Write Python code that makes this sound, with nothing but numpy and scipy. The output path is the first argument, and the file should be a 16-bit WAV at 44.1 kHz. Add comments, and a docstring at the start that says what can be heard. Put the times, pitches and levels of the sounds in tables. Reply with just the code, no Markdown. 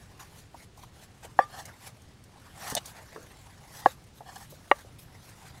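"""Outdoors, over faint hiss and rumble, a hand kneads dough in a small metal pot on a wooden board.
From the start, dough and skin rub along the wall, each push ends in a smack, and fingers tap the pot.
At 1.4 s the pot knocks hard on the board, its wall rings on, and its edge drags.
Near 2.75 s it slips with a scrape, a thud, a sharp click of grit and a short skid.
Two more knocks, choked by the grip, land at 3.9 s and 4.7 s, and the kneading carries on to the end."""
import sys
import numpy as np
from scipy import signal
from scipy.fft import rfft, irfft, next_fast_len
from scipy.io import wavfile
from scipy.ndimage import uniform_filter1d

SR = 44100
rng = np.random.default_rng(int(sys.argv[2]) if len(sys.argv) > 2 else 0)


def materialize(psi):
    """Save the field psi as 16-bit PCM at rate SR to the path in sys.argv[1].

    A 1-D psi becomes a single channel; in a 2-D psi each row is a channel.
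    """
    bounded = np.clip(np.atleast_2d(psi).T, -1, 1)
    quanta = np.round(bounded * 32767).astype(np.int16)
    wavfile.write(sys.argv[1], SR, quanta)


N = 246955

# EQ curves for the noise layers. Each row: frequency in Hz, relative level in dB.
AIR_EQ = [(100, -2), (400, -5), (800, -12), (1500, -15.5), (3000, -17.5), (6000, -21.5), (9500, -27),
          (12000, -44), (16000, -51)]  # far outdoor hiss
RUMBLE_EQ = [(20, -29.5), (32, -20), (45, -6), (65, -4), (100, 0), (135, -2.5), (200, -9.5), (300, -18),
             (600, -50)]  # outdoor low end
RUB_EQ = [(1180, -63), (2000, -6), (2660, -4.5), (2900, -1.5), (4350, -2), (4740, -2), (6400, -3),
          (7270, -3.5), (11000, -7), (14300, -57.5), (22000, -120)]  # dough and skin on metal
BODY_EQ = [(200, -24), (450, -5), (800, 3.5), (1300, -1.5), (1900, -1.5), (2600, -11), (4000, -29.5)]  # the pot's hollow midrange
FIZZ_EQ = [(8000, -17.5), (10000, -2.5), (11500, 2.5), (13000, 0.5), (14500, -5), (15700, -5.5)]  # sticky dough
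SNAP_EQ = [(1180, -56.5), (2000, -24), (2460, -8.5), (3120, -6.5), (4260, 4), (5030, 7), (6140, 12.5),
           (7980, 7.5), (8630, 6), (15500, 4), (16000, -32)]  # bright clicks and smacks
SKID_EQ = [(100, -27), (160, -3), (430, -19), (700, 10), (900, -6), (1200, -22), (1750, -10.5), (2400, -14),
           (3700, -11), (5000, -16), (7500, -12.5), (11000, -28), (16000, -40)]  # the base juddering on wood

# Resonances of the pot. Each row: frequency in Hz, width in Hz, relative level in dB.
HELD_POT_PEAKS = [(770, 150, 0.5), (1170, 70, 1), (1804, 44, 0), (3450, 90, -3), (4210, 78, 3),
                  (4940, 120, 6), (6450, 220, 7), (8310, 270, 4.5), (9070, 450, 11.5)]  # held, with dough inside
RIM_PEAKS = [(2940, 65, 15), (3626, 21, 17), (3830, 20, 9), (3880, 28, 16.5), (4302, 25, 14)]  # narrow rim tones in the skid
DRAG_PEAKS = [(789, 74, 0.5), (1186, 150, -10.5), (1740, 104, -5.5), (1885, 110, -10.5), (3010, 95, -15.5),
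              (3430, 88, -13), (4490, 78, -11), (5530, 200, -19.5), (6550, 120, -21.5), (7800, 260, -20.5),
              (9700, 250, -21)]  # dragged on its edge

# The thin wall's ring. Each row: frequency in Hz, nominal t60 in seconds, relative level in dB.
FREE_WALL_MODES = [(750, 0.083, -28.5), (787, 0.14, -35), (1161, 0.18, -22), (1710, 0.14, -31),
                   (2200, .2, -59), (3400, 0.14, -46.5), (5250, .16, -53), (5520, 0.16, -55)]  # after a knock
PING_MODES = [(3626, 0.049, -20.5), (4340, 0.017, -8.5), (6160, 0.086, -22), (8549, 0.03, -11),
              (11230, 0.033, -17.5)]  # after a click
# Pot and board in contact. Each row: frequency in Hz, nominal t60 in seconds,
# then relative levels in dB when struck on the base, on the heel and on the wall.
POT_ON_BOARD_MODES = [(311.4, 0.015, -12, -10, -11), (394, 0.0055, -7, -4.5, -10.5),
                      (521, 0.056, -18.5, -15.5, -36), (570.5, 0.049, -23, -18.5, -15),
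                      (744, 0.016, 3, 3, 2.5), (815.6, 0.0095, 5.5, 5.5, 6), (1119, 0.014, -7.5, -4.5, -4),
                      (1161, 0.035, -23.5, -18, -4), (1420, 0.0031, -28, -10, -4),
                      (1677, 0.046, -16, -19, -23.5), (1876, 0.029, -20, -25.5, -13.5),
                      (2172, 0.023, -38, -43, -12), (2802, 0.024, -45.5, -33.5, -19),
                      (3260, 0.016, -40.5, -46, -29.5), (3540, 0.021, -47.5, -37.5, -31),
                      (3930, 0.017, -51.5, -47, -32.5), (4370, 0.027, -45, -39.5, -46)]

# Fader curve for hands that never leave the pot. Each row: time in seconds, relative level in dB.
HANDLING_FADER = [(0.0, -64), (0.45, -65.5), (0.56, -87), (0.78, -72.5), (1.51, -60.5), (2.26, -70),
                  (2.63, -54.5), (2.74, -57), (3.24, -58.5), (3.48, -62), (3.76, -59.5), (3.96, -67.5),
                  (4.23, -69), (4.35, -58), (5.01, -65.5), (5.6, -60.5)]
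# The hand pushes dough along the wall.
# Each row: start and release in seconds, rubbing level in dB, relative pressure on the pot in dB.
PUSH_CUES = [(0.271, 0.402, -58.5, -1), (0.476, 0.634, -59, -0.5), (0.739, 0.836, -58.5, 0),
             (0.909, 1.037, -57.5, 0.5), (1.215, 1.251, -52, 5.5), (1.48, 1.602, -53, 0.5),
             (1.777, 1.877, -52, 0.5), (2.55, 2.718, -41.5, 1.5), (2.923, 2.983, -62, 15.5),
             (3.653, 3.803, -51.5, -3), (3.76, 3.918, -53, -3.5), (4.131, 4.184, -59.5, -5.5),
             (4.202, 4.429, -56, -7), (4.6, 4.808, -58, 0), (5.193, 5.297, -58, -4.5),
             (5.333, 5.484, -57.5, 2)]
# Dough peels off the metal. Each row: start in seconds, rubbing level in dB, relative pressure in dB.
PEEL_CUES = [(.191, -53, 1.5), (1.648, -55.5, 7.5), (2.851, -51.5, -6), (4.495, -59, -10),
             (4.984, -56, -12)]
# The pot's edge drags on the board.
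# Each row: start and length in seconds, level in dB, pitch factor from tilt and grip.
SCRAPE_CUES = [(1.394, 0.061, -45, 1.03), (1.45, 0.21, -51, .95), (1.525, .035, -45, 0.95),
               (1.57, .046, -42.5, 1.02), (2.543, 0.25, -47, 1), (3.758, 0.12, -49, 1.07),
               (4.25, 0.066, -47.5, 0.974), (4.352, 0.022, -43, 0.96), (4.395, 0.045, -51, 1)]
# Grit clicks under the pot. Each row: start in seconds, level in dB, decay time in seconds.
GRIT_CUES = [(1.655, -41, 0.0074), (2.7, -34, .01), (2.7511, -18.5, .0022), (2.857, -41, 0.012),
             (4.358, -44, 0.0046), (4.714, -39.5, .002)]
# Sticky fingers tick faintly. Each row: start in seconds, relative level in dB.
TICK_CUES = [(0.7746, -48), (2.0194, -48), (2.2393, -45.5), (3.2266, -45.5), (4.04, -49.5)]
# Soft taps of fingers and pot. Each row: start in seconds, relative level in dB, centre in Hz.
TAP_CUES = [(0.544, -32.5, 860), (0.776, -43.5, 880), (0.834, -37.5, 1050), (1.248, -35.5, 520),
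            (2.751, -24, 700), (3.162, -32, 1200), (3.468, -42.5, 820), (4.207, -31, 750),
            (4.524, -37, 547), (4.848, -40, 522)]
# The pot's weight shifts. Each row: start in seconds, level in dB, centre in Hz, decay time in seconds.
THUD_CUES = [(2.724, -33, 197, 0.0095), (3.16, -43, 390, 0.041)]
# Hard knocks. Each row: start in seconds, level in dB, spot struck (0 base, 1 heel, 2 wall),
# relative free wall ring in dB, ring time factor left by the grip,
# rebound delay in seconds, relative rebound level in dB.
KNOCK_CUES = [(1.3896, 0, 0, -0.5, 1.04, 0.0015, -10.5), (3.8589, 2.16, 1, -23.5, 1, .00266, -13.5),
              (4.714, 0.3, 2, -23, 0.95, 0.002064, -10.5)]


def gain_of(db):
    """Decibels to a factor."""
    return 10 ** (np.asarray(db) / 20)


def unit_rms(x):
    """Scales to rms 1."""
    return x / np.sqrt(np.mean(x ** 2) + 1e-20)


def add(mix, start, sound):
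    """Lays a sound into the mix at a start time in seconds."""
    part = mix[max(round(start * SR), 0):][:len(sound)]
    part += sound[:len(part)]


def equalised(x, curve, peaks=()):
    """Runs x through an EQ curve with resonant peaks on top, at rms 1."""
    size = next_fast_len(len(x))
    hz = np.fft.rfftfreq(size, 1 / SR)
    curve_hz, curve_db = np.transpose(curve)
    shape_db = np.interp(np.log(hz + 1), np.log(curve_hz), curve_db)
    for centre, width, lift in peaks:
        shape_db += lift / (1 + (2 * (hz - centre) / width) ** 2)
    return unit_rms(irfft(rfft(x, size) * gain_of(shape_db), size)[:len(x)])


def drift(per_s, size=SR):
    """A slow random wander of rms 1."""
    return unit_rms(np.interp(np.arange(size) * per_s / SR, np.arange(size), rng.standard_normal(size)))


def slips(per_s, spread_db, size=SR):
    """Friction: a dense train of tiny slips of uneven height."""
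    height = gain_of(spread_db * np.minimum(rng.exponential(1, size), 4))
    return unit_rms(height * rng.choice([-1, 1], size) * (rng.random(size) < per_s / SR))


def ring(modes, t):
    """Decaying sine modes; neighbours swing in opposite directions."""
    return sum((-1) ** k * gain_of(db - 60 * t / t60) * np.sin(2 * np.pi * hz * t)
               for k, (hz, t60, db) in enumerate(modes))


def pot_burst(curve, decay_s, attack_s):
    """A noise hit coloured by the held pot, its energy in proportion to its decay time."""
    t = np.arange(SR // 4) / SR
    noise = equalised(rng.standard_normal(len(t)), curve, HELD_POT_PEAKS)
    hit = noise * np.exp(-t / decay_s) * (1 - np.exp(-t / attack_s))
    return hit * np.sqrt(decay_s * SR / 2 / np.sum(hit ** 2))


def outdoors(air_db=-59.5, rumble_db=-55, swell_db=1.3):
    """The bed: a steady far hiss over a low, gently swelling rumble."""
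    air = equalised(rng.standard_normal(N), AIR_EQ)
    rumble = equalised(rng.standard_normal(N), RUMBLE_EQ)
    return gain_of(air_db) * air + gain_of(rumble_db + swell_db * drift(per_s=8.5, size=N)) * rumble


def dappled(x, depth_db=3.5):
    """A moving hand shifts the pot's many small resonances: bands swell and fade in patches."""
    spectrogram = signal.stft(x, nperseg=512)[2]
    across_bands = uniform_filter1d(rng.standard_normal(spectrogram.shape), size=5, axis=0)
    patches = unit_rms(uniform_filter1d(across_bands, size=8, axis=1))
    patchy = signal.istft(spectrogram * gain_of(depth_db * patches))[1]
    return x.std() * unit_rms(patchy[:len(x)])


def rubbing(pressure_db, size=SR, body_db=-0.5, fizz_db=-6, uneven_db=2):
    """Dough and skin hiss as they slip; pressing brings out the pot, a light touch the sticky fizz."""
    grab = gain_of(uneven_db * drift(per_s=100, size=size))  # the dough grabs and lets go
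    hiss = equalised(slips(per_s=10000, spread_db=2, size=size), RUB_EQ)
    body = equalised(slips(per_s=6000, spread_db=0.5, size=size), BODY_EQ, HELD_POT_PEAKS)
    fizz = equalised(slips(per_s=5500, spread_db=-2.5, size=size), FIZZ_EQ)
    blend = hiss + gain_of(body_db + pressure_db) * body + gain_of(fizz_db - pressure_db / 2) * fizz
    return dappled(grab * blend)


def kneading(handling_trim_db=-2, release_s=0.02, peel_attack_s=0.008, peel_fade_s=0.061):
    """Pushes build up and let go, peels start at once and fade; light rubbing goes on between them."""
    t = np.arange(SR) / SR
    handling_db = np.interp(np.arange(N) / SR, *np.transpose(HANDLING_FADER))
    out = gain_of(handling_trim_db + handling_db) * rubbing(pressure_db=3, size=N)
    for start, end, db, pressure_db in PUSH_CUES:
        build = np.minimum(t / (end - start), 1) ** 0.98  # friction grows with the way travelled
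        release = np.exp(-np.maximum(start + t - end, 0) / release_s)
        add(out, start, gain_of(db) * build * release * rubbing(pressure_db))
    for start, db, pressure_db in PEEL_CUES:
        envelope = np.minimum(t / peel_attack_s, 1) * np.exp(-(t / peel_fade_s) ** 2)
        add(out, start, gain_of(db) * envelope * rubbing(pressure_db))
    return out


def scrapes(uneven_db=1.2, speed_up_share=0.63):
    """The edge slips on the wood grain and rings the pot; each drag speeds up, then slows to rest."""
    out, t = np.zeros(N), np.arange(SR) / SR
    hz = np.fft.rfftfreq(SR, 1 / SR)
    for start, length, db, pitch in SCRAPE_CUES:
        pot = sum((-1) ** k * gain_of(lift) / (1 + 2j * (hz - centre * pitch) / width)
                  for k, (centre, width, lift) in enumerate(DRAG_PEAKS))
        friction = slips(per_s=4700, spread_db=-1.5) * gain_of(uneven_db * drift(per_s=140))
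        scrape = unit_rms(irfft(rfft(friction) * pot, SR))
        speed = np.sin(np.pi * np.interp(t / length, [0, speed_up_share, 1], [0, 0.5, 1]))
        add(out, start, gain_of(db) * speed * scrape)
    return out


def skid(start=2.765, db=-28.5, attack_s=0.002, caught_s=0.014, stop_s=0.0062, tail_db=-33, tail_s=0.03):
    """The base breaks loose, judders across the wood and is caught; the rim rings on faintly."""
    out, t = np.zeros(N), np.arange(SR) / SR
    attack = np.minimum(t / attack_s, 1)
    since_caught = np.maximum(t - caught_s, 0)
    release = np.exp(-since_caught / stop_s) + gain_of(tail_db) * np.exp(-since_caught / tail_s)
    judder = equalised(slips(per_s=2900, spread_db=2), SKID_EQ, RIM_PEAKS)
    add(out, start, gain_of(db) * attack * release * judder)
    return out


def snap(decay_s, ping_db=1):
    """A crisp crack, after which the wall pings."""
    crack = pot_burst(SNAP_EQ, decay_s, attack_s=0.00005)
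    return crack + gain_of(ping_db) * ring(PING_MODES, np.arange(len(crack)) / SR)


def clicks(tick_trim_db=-8.5, smack_trim_db=0.5):
    """Grit snaps under the pot, fingers unstick, and the dough smacks as each push lets go."""
    out = np.zeros(N)
    for start, db, decay_s in GRIT_CUES:
        add(out, start, gain_of(db) * snap(decay_s))
    for start, db in TICK_CUES:
        add(out, start, gain_of(tick_trim_db + db) * snap(decay_s=0.0074))
    for _, end, db, _ in PUSH_CUES:
        add(out, end, gain_of(smack_trim_db + db) * snap(decay_s=0.0059))
    return out


def padded_blow(centre_hz, octaves, decay_s, skirt_db=-12, floor_db=-50):
    """A soft hit stirs only one band of the held pot."""
    band_hz = centre_hz * 2 ** (octaves * np.array([-3, -1, 0, 1, 3]))
    band_db = [floor_db, skirt_db, 0, skirt_db, floor_db]
    return pot_burst(np.c_[band_hz, band_db], decay_s, attack_s=0.0003)


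def taps(tap_trim_db=-7.5):
    """Fingers tap the wall, and the pot's weight shifts with a dull thud."""
    out = np.zeros(N)
    for start, db, hz in TAP_CUES:
        add(out, start, gain_of(tap_trim_db + db) * padded_blow(hz, octaves=0.43, decay_s=0.0081))
    for start, db, hz, decay_s in THUD_CUES:
        add(out, start, gain_of(db) * padded_blow(hz, octaves=0.92, decay_s=decay_s))
    return out


def knocks(attack_s=0.0001, rattle_db=-41, loose_rattle_db=-40, rattle_t60=0.13,
           glide=0.039, glide_s=0.04, rock_hz=42, rock_depth=0.23):
    """The pot lands, rebounds within milliseconds, and its wall rings as far as the grip allows."""
    out, t = np.zeros(N), np.arange(SR // 2) / SR
    bent_t = t + glide * (t - glide_s * (1 - np.exp(-t / glide_s)))  # pitch rises as the pot tips
    flutter = 1 + rock_depth * np.cos(2 * np.pi * rock_hz * t)  # the pot rocks on its edge
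    for start, db, spot, free_db, sustain, rebound_s, rebound_db in KNOCK_CUES:
        modes = [(hz, t60 * sustain, spot_db[round(spot)]) for hz, t60, *spot_db in POT_ON_BOARD_MODES]
        blow = ring(modes, t) * (1 - np.exp(-t / attack_s))
        rattle = equalised(rng.standard_normal(len(t)), BODY_EQ, HELD_POT_PEAKS)
        rattle *= gain_of(-60 * t / (rattle_t60 * sustain))
        wall = ring(FREE_WALL_MODES, bent_t) * flutter + gain_of(loose_rattle_db) * rattle
        add(out, start, gain_of(db) * (blow + gain_of(rattle_db) * rattle + gain_of(free_db) * wall))
        add(out, start + rebound_s, gain_of(db + rebound_db) * blow)
    return out


def scene():
    """A mono mix, close up and in open air."""
    return (knocks() + taps() + clicks() + skid() + scrapes() + kneading() + outdoors())[None]


def record(dry):
    """A steep high cut at 15.8 kHz takes off the very top."""
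    high_cut = signal.firwin(511, 15800, window=("kaiser", 9), fs=SR)
    return signal.oaconvolve(dry, high_cut[None], "same")


dry = scene()
out = record(dry)
materialize(out)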